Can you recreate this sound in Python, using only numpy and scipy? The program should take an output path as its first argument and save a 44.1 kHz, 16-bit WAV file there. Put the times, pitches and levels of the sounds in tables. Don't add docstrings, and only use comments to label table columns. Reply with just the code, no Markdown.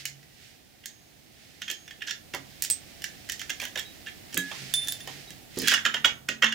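import sys
import numpy as np
from scipy import signal
from scipy.fft import rfft, irfft
from scipy.io import wavfile
from scipy.ndimage import uniform_filter1d

SR = 44100
rng = np.random.default_rng(int(sys.argv[2]) if len(sys.argv) > 2 else 0)


def dump(signal):
    limited = np.clip(np.atleast_2d(signal).T, -1, 1)
    pcm = np.round(limited * 32767).astype(np.int16)
    wavfile.write(sys.argv[1], SR, pcm)


N = 288425


def undb(db):
    return 10 ** (np.asarray(db) / 20)


def curve(table):
    return np.interp(np.arange(N) / SR, *np.transpose(table))


def colour(x, table):
    hz, db = np.transpose(table)
    size = x.shape[-1]
    f_hz = np.maximum(np.arange(size // 2 + 1) * SR / size, 1)
    gain_db = np.interp(np.log(f_hz), np.log(hz), db)
    return irfft(rfft(x) * undb(gain_db), size)


def unit(x):
    return x / np.sqrt(np.mean(x ** 2))


def add(track, time_s, sound):
    i = int(time_s * SR)
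    track[i:i + len(sound)] += sound[:N - i]


def ring(modes, size, scatter_db, detune):
    hz, db, t60_s = np.transpose(modes)[:, :, None]
    pitch_chance, level_chance = rng.standard_normal((len(modes), 2)).T[:, :, None]
    t = np.arange(size) / SR
    swing = np.sin(2 * np.pi * hz * (1 + detune * pitch_chance) * t)
    level_db = db + scatter_db * level_chance - 60 * t / np.abs(t60_s)
    return np.sum(undb(level_db) * swing, axis=0)


def contact(size, lead, rise_s, fall_s):
    t = (np.arange(size) - lead) / SR
    shape = np.exp(np.where(t < 0, t / abs(rise_s), -t / abs(fall_s)))
    return rng.standard_normal(size) * shape


# (frequency [Hz], t60 [s])
ROOM_DECAY = [(150, .35), (400, .33), (1000, .3), (2000, .25), (3500, .23), (6500, .2), (12000, .13)]


def room(x, wet_db=-6, gap_s=0.0018, size=8192):
    t, out = np.arange(SR // 2) / SR, np.zeros((2, N))
    for start in range(0, N, size):
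        tail = 0
        for k, (hz, t60_s) in enumerate(ROOM_DECAY):
            band = [(f_hz, -12 * (j - k) ** 2) for j, (f_hz, _) in enumerate(ROOM_DECAY)]
            noise = unit(colour(rng.standard_normal((2, len(t))), band))
            tail = tail + noise * np.sqrt(hz) * undb(-60 * t / t60_s)
        tail = tail * np.clip(t / gap_s - .5, 0, 1)
        tail = tail * undb(wet_db) / np.sqrt(np.mean(np.sum(tail ** 2, axis=1)))
        echoes = signal.fftconvolve(x[None, start:start + size], tail, axes=1)
        for track, echo in zip(out, echoes):
            add(track, (start + .5) / SR, echo)
    return out


# (time [s], level [dB])
BACKGROUND_LEVEL = [(0, -55.5), (.7, -57.5), (1.5, -56), (2.5, -52), (3.5, -49.5), (4.4, -49.5), (5, -48.5),
                    (5.6, -51), (6, -50.5), (6.54, -57)]
# (frequency [Hz], relative level [dB per Hz])
BACKGROUND_SPECTRUM = [(15, -44), (25, -4.5), (92, 2.5), (321, -2.5), (483, -9), (617, -7.5), (746, -6),
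                       (979, -18.5), (1830, -16.5), (3230, -16.5), (8600, -20.5), (13600, -21),
                       (15200, -14.5), (16500, -38)]


def background():
    mid, side = rng.standard_normal((2, N))
    side = colour(side, [(60, -12), (200, 1.5), (400, 0.5)])
    noise = colour(np.array([mid + side, mid - side]), BACKGROUND_SPECTRUM)
    balance_db = np.array([[-2.2], [1.7]])
    return unit(noise) * undb(curve(BACKGROUND_LEVEL) + balance_db)


# (time [s], rms level [dB])
HUM_LEVEL = [(0, -60), (.15, -54), (.4, -72), (2.3, -76), (2.4, -56), (2.6, -69), (4.5, -83), (4.62, -47),
             (4.85, -58.5), (5.2, -57), (5.35, -65), (6.54, -56.5)]
HUM_HZ, HUM_DRIFT_RMS_HZ = 137, 4.1


def hum():
    drift = unit(uniform_filter1d(rng.standard_normal(N), size=SR // 8))
    phase = np.cumsum(2 * np.pi * (HUM_HZ + HUM_DRIFT_RMS_HZ * drift) / SR)
    return np.sqrt(2) * np.sin(phase) * undb(curve(HUM_LEVEL))


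# (time [s], level [dB])
BRUSH_LEVEL = [(0, -43), (.1, -60.5), (.3, -60.5), (.45, -52), (.62, -62.5), (1.3, -61), (1.42, -55.5),
               (2.2, -60.5), (2.55, -53), (3.5, -52.5), (4.25, -54.5), (4.58, -41), (5.05, -51.5),
               (5.1, -44), (5.48, -59), (5.72, -27.5), (5.84, -54.5), (6.54, -90)]
# (frequency [Hz], relative level [dB per Hz])
BRUSH_SPECTRUM = [(600, -45), (1200, -14), (1800, 0), (5200, -3), (7500, -10), (16000, -24)]


def brushing(grain_db=2.5, likeness=0.21):
    slips = rng.standard_normal((3, N)) * undb(grain_db * rng.exponential(size=N).clip(0, 5))
    like = np.clip(likeness, 0, 1)
    pair = np.sqrt(like) * slips[0] + np.sqrt(1 - like) * slips[1:]
    balance_db = np.array([[-3.4], [2.6]])
    return unit(colour(pair, BRUSH_SPECTRUM)) * undb(curve(BRUSH_LEVEL) + balance_db)


# (frequency [Hz], level [dB], t60 [s])
BODY_MODES = [(132, -6, .3), (180, 0, .3), (270, -1, .3), (370, -1, .12), (450, -3, .1), (590, -3, .09),
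              (760, -4, .08), (840, -4, .08), (1090, -6, .07)]
# (time [s], peak level [dB], frequency driven hardest [Hz])
BODY_THUDS = [(1.702, -43.5, 405), (2.34, -31.5, 387), (2.342, -31, 770), (3.499, -41.5, 489),
              (3.62, -37, 610), (3.761, -34, 494), (4.347, -34, 272), (4.372, -26, 200.7),
              (4.514, -35, 740), (4.62, -42, 230), (5.074, -34, 631), (5.307, -41.5, 204),
              (5.572, -25, 284), (5.575, -41, 795), (5.623, -28.5, 216), (5.72, -25, 730),
              (5.857, -33, 446), (5.943, -33, 562), (6.051, -26.5, 553), (6.291, -32, 330),
              (6.43, -23.5, 635)]


def thuds(fall_db_per_oct=9, shudder_db=19, shudder_s=.016):
    out, size = np.zeros(N), SR // 2
    for time_s, peak_db, push_hz in BODY_THUDS:
        modes = [(hz, db - fall_db_per_oct * abs(np.log2(hz / push_hz)), t60_s)
                 for hz, db, t60_s in BODY_MODES]
        band = [(push_hz / 3, -40), (push_hz / 1.4, 0), (push_hz * 1.6, 0), (push_hz * 4, -30)]
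        panels = colour(contact(size, 100, .001, shudder_s), band)
        thud = ring(modes, size=size, scatter_db=1.0, detune=0.032) + undb(shudder_db) * panels
        thud = colour(thud, [(50, -20), (120, 0)])
        add(out, time_s, undb(peak_db) * thud / np.abs(thud).max())
    return out


# (frequency [Hz], level [dB], free t60 [s])
WHEEL_MODES = [(225, 0, .8), (1696, -3, .3), (6503, 0, .9)]
# (time [s], level [dB], extra rim mode level [dB])
WHEEL_HITS = [(0.856, -63.5, 6.5), (1.62, -58, 4.5), (1.702, -65, 11.5), (2.094, -56.5, -5),
              (5.629, -39.5, -16), (5.854, -44, -20), (5.944, -51, 4), (6.053, -47, 7), (6.291, -43, -3),
              (6.441, -35.5, -3)]
HAND_ON_WHEEL_S = 5.55


def wheel(held_share=0.34):
    out = np.zeros(N)
    hz, own_db, t60_s = WHEEL_MODES[-1]
    for time_s, db, rim_db in WHEEL_HITS:
        share = held_share if time_s > HAND_ON_WHEEL_S else 1
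        rim = (hz, own_db + rim_db, t60_s * share)
        sound = ring(WHEEL_MODES[:-1] + [rim], size=SR, scatter_db=1.5, detune=.0004)
        add(out, time_s, undb(db) * sound)
    return out


def struck(modes, blows):
    out, t = np.zeros(N), np.arange(SR // 2) / SR
    for time_s, db, free_s in blows:
        held = np.exp(-np.maximum(t - free_s, 0) / 0.0054)
        sound = ring(modes, size=len(t), scatter_db=1, detune=.0002)
        add(out, time_s, undb(db) * held * sound)
    return out


# (frequency [Hz], level [dB], free t60 [s])
NUT_MODES = [(7526, -12, .1), (7900, -8, .11), (8130, -4, .13), (8258, 0, .15), (8390, -5, .12),
             (8700, -11, .08)]
COLLAR_MODES = [(1691, 0, .6)]
WASHER_MODES = [(3840, 0, .3)]
LOCK_RING_MODES = [(3546, 0, .55), (3566, -4, .45), (7267, -10, .12), (9776, -4, .35), (9815, -11, .3),
                   (10380, -7, .1)]
# (time [s], level [dB], free ringing time [s])
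NUT_HITS = [(2.702, -23, .3), (2.7105, -21.5, .3)]
COLLAR_HITS = [(4.375, -26.5, 0.142)]
WASHER_HITS = [(3.852, -43, 0.075), (4.376, -34.5, 0.056), (5.274, -47.5, 0.086)]
LOCK_RING_HITS = [(4.7385, -23.5, 0.2), (4.885, -28, 0.038), (4.923, -41, 0.048), (5.008, -45.5, 0.037)]


def loose_parts():
    return (struck(NUT_MODES, NUT_HITS) + struck(COLLAR_MODES, COLLAR_HITS)
            + struck(WASHER_MODES, WASHER_HITS) + struck(LOCK_RING_MODES, LOCK_RING_HITS))


# (time [s], mids [dB], treble above mids [dB])
SINGLE_TICKS = [(.0547, -24, 1.5), (0.23, -46, -12), (0.84, -41, -21), (0.8585, -32.5, 5.5),
                (1.6195, -24.5, -13.5), (1.6272, -28.5, -32), (1.6813, -25, -21), (1.7015, -21, -9),
                (1.7137, -29, 3.5), (1.8795, -35, -12), (1.9102, -31, -20), (2.0227, -26, -20),
                (2.0735, -29, -16), (2.0832, -26, -26), (2.095, -27.5, -16), (2.112, -26.5, -12),
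                (2.339, -23.5, -16), (2.348, -25, -5), (2.6229, -29, 17), (2.639, -35.5, 16),
                (2.6491, -27.5, 4), (2.701, -27.5, 14), (3.0208, -33, -1), (3.042, -21.5, -4),
                (3.29, -32.5, -4), (3.2976, -22.5, -3), (3.321, -30.5, 6), (3.325, -34, -5),
                (3.3947, -34.5, 1), (3.416, -26, -9), (3.4967, -23.5, -10), (3.5034, -20, -9),
                (3.531, -40, -30), (3.6011, -24, -11), (3.6397, -32.5, -7), (3.684, -42, 1),
                (3.7584, -22, -14), (3.7951, -26, -2), (4.344, -32, 10.5), (4.3724, -16.5, -57),
                (4.376, -40, 29), (4.5156, -26.5, -18), (4.7392, -26.5, 13), (4.8738, -33.5, 7),
                (4.8844, -31, 11.5), (4.9231, -32, 12.5), (5.005, -35, -7), (5.075, -31, -4),
                (5.306, -37.5, 1.5), (5.5606, -40, -3.5), (5.5884, -50, 32), (5.619, -32.5, 7),
                (5.675, -14, -6.5), (5.6828, -10.5, -2), (5.7085, -21, -26), (5.718, -12, -16),
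                (5.7272, -17, -24), (5.7392, -9.5, -12.5), (5.779, -19.5, -44), (5.8528, -10, -20),
                (5.863, -10.5, -20.5), (5.9435, -13, -21), (5.9695, -24, -33), (6.0475, -3, -26),
                (6.0563, -13.5, -12.5), (6.2892, -14, -15), (6.425, -7, -23), (6.4339, -7.5, -34),
                (6.4438, -7, -23.5), (6.4664, -17, -26), (6.493, -31, -15), (6.5248, -17.5, -22)]
# (start [s], length [s], mids [dB], treble above mids [dB], lift of upper mids [dB])
CHATTER_RUNS = [(0.057, 0.044, -57.5, 13, 13.5), (1.688, 0.013, -30, -15, -4), (2.01, .012, -38, -31, -6),
                (2.069, 0.052, -36, -14, 10.5), (3.4, .014, -35, -10, 8), (3.611, 0.046, -30.5, -5, -2),
                (3.776, 0.014, -24.5, -11, 0), (4.064, 0.022, -33, -20, -1.5), (4.325, .018, -41, -8, 4),
                (4.815, .058, -44.5, -2, 1), (5.571, .065, -50, -5, 19.5), (5.644, 0.025, -27, -25, -4),
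                (5.684, 0.063, -19.5, -19, 1.5), (5.777, 0.023, -40, -27, 1.5)]
TICK_UPPER_LIFT_DB = 1
CHATTER_GAP_S, CHATTER_SCATTER_DB, CHATTER_TILT_SCATTER_DB = .006, 4, 3


def touches():
    rows = [(time_s, db, tilt_db, TICK_UPPER_LIFT_DB) for time_s, db, tilt_db in SINGLE_TICKS]
    for start_s, length_s, db, tilt_db, lift_db in CHATTER_RUNS:
        place, size, tone = rng.standard_normal((12, 3)).T
        after_s = CHATTER_GAP_S * (np.arange(len(place)) + .25 * place.clip(-2, 2))
        mids_db = db + CHATTER_SCATTER_DB * size
        tilts_db = tilt_db + CHATTER_TILT_SCATTER_DB * tone
        run = zip(start_s + after_s, mids_db, tilts_db)
        rows += [(*row, lift_db) for row in run if row[0] < start_s + length_s]
    return [(time_s, db, db + tilt_db / 2 + lift_db, db + tilt_db)
            for time_s, db, tilt_db, lift_db in rows]


# (low edge [Hz], high edge [Hz])
TICK_BANDS = ((1750, 3700), (4200, 7200), (7200, 16000))
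# (frequency [Hz], level [dB], t60 [s])
HUB_MODES = [(1500, -9, .025), (1720, -2, .03), (1840, 0, .03), (2000, -4, .025), (2230, -3, .025),
             (2600, -6, .025), (2860, -1, .03), (3050, -2, .03), (3250, 0, .03), (3600, -6, .02),
             (4300, -8, .015), (5450, -7, .015), (5950, -6, .015)]


def ticks(rise_s=0.00056, fall_s=0.0016, snap_db=6, hub_db=-26, top_db=-2, deepen_oct_per_db=.017,
          casting_db=-16, casting_s=0.024, trim_db=-4.0):
    out, size, lead = np.zeros(N), 4096, 512
    for time_s, *levels_db in touches():
        mids_db, _, treble_db = levels_db
        slow = 2 ** np.clip((mids_db - treble_db) / 12, -1.5, 1.3)
        touch = contact(size, lead, rise_s * slow, fall_s * np.sqrt(slow))
        touch[lead] += undb(snap_db) / slow
        hub_ring = ring(HUB_MODES, size=size, scatter_db=3, detune=0.035)
        hub = signal.fftconvolve(touch, hub_ring)[:size] * min(slow, 1)
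        casting = colour(contact(size, lead, rise_s * slow, casting_s), [(6000, 0), (11000, -8)])
        sound = touch + undb(hub_db) * hub + undb(casting_db) * casting
        sound = colour(sound, [(9000, 0), (16000, top_db)])
        (low_hz, high_hz), *upper = TICK_BANDS
        low_hz = low_hz / 2 ** (deepen_oct_per_db * max(mids_db + 28, 0))
        for (lo, hi), db in zip([(low_hz, high_hz), *upper], levels_db):
            edges = [(lo / 5, -45), (lo / 1.4, -19), (lo, 0), (hi, 0), (hi * 1.15, -25), (hi * 1.6, -55)]
            band = colour(sound, edges)
            peak = np.sqrt(2 * uniform_filter1d(band ** 2, size=66).max())
            add(out, time_s - lead / SR, undb(db + trim_db) * band / peak)
    return out


def scene():
    parts = loose_parts() + wheel()
    knocks = ticks() + thuds()
    echoes = room(knocks + undb(-12) * parts) * undb([[-3.6], [2.6]])
    direct = (knocks + parts + hum()) * undb([[-3.5], [2.5]])
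    return direct + echoes + brushing() + background()


def record(dry):
    bass_cut = signal.butter(2, 35, "high", fs=SR, output="sos")
    top_cut = signal.ellip(8, .2, 70, 16000, fs=SR, output="sos")
    dry = signal.sosfilt(bass_cut, dry)
    rounded = .9 * np.tanh(dry / .9)
    return signal.sosfilt(top_cut, rounded)


dry = scene()
out = record(dry)
dump(out)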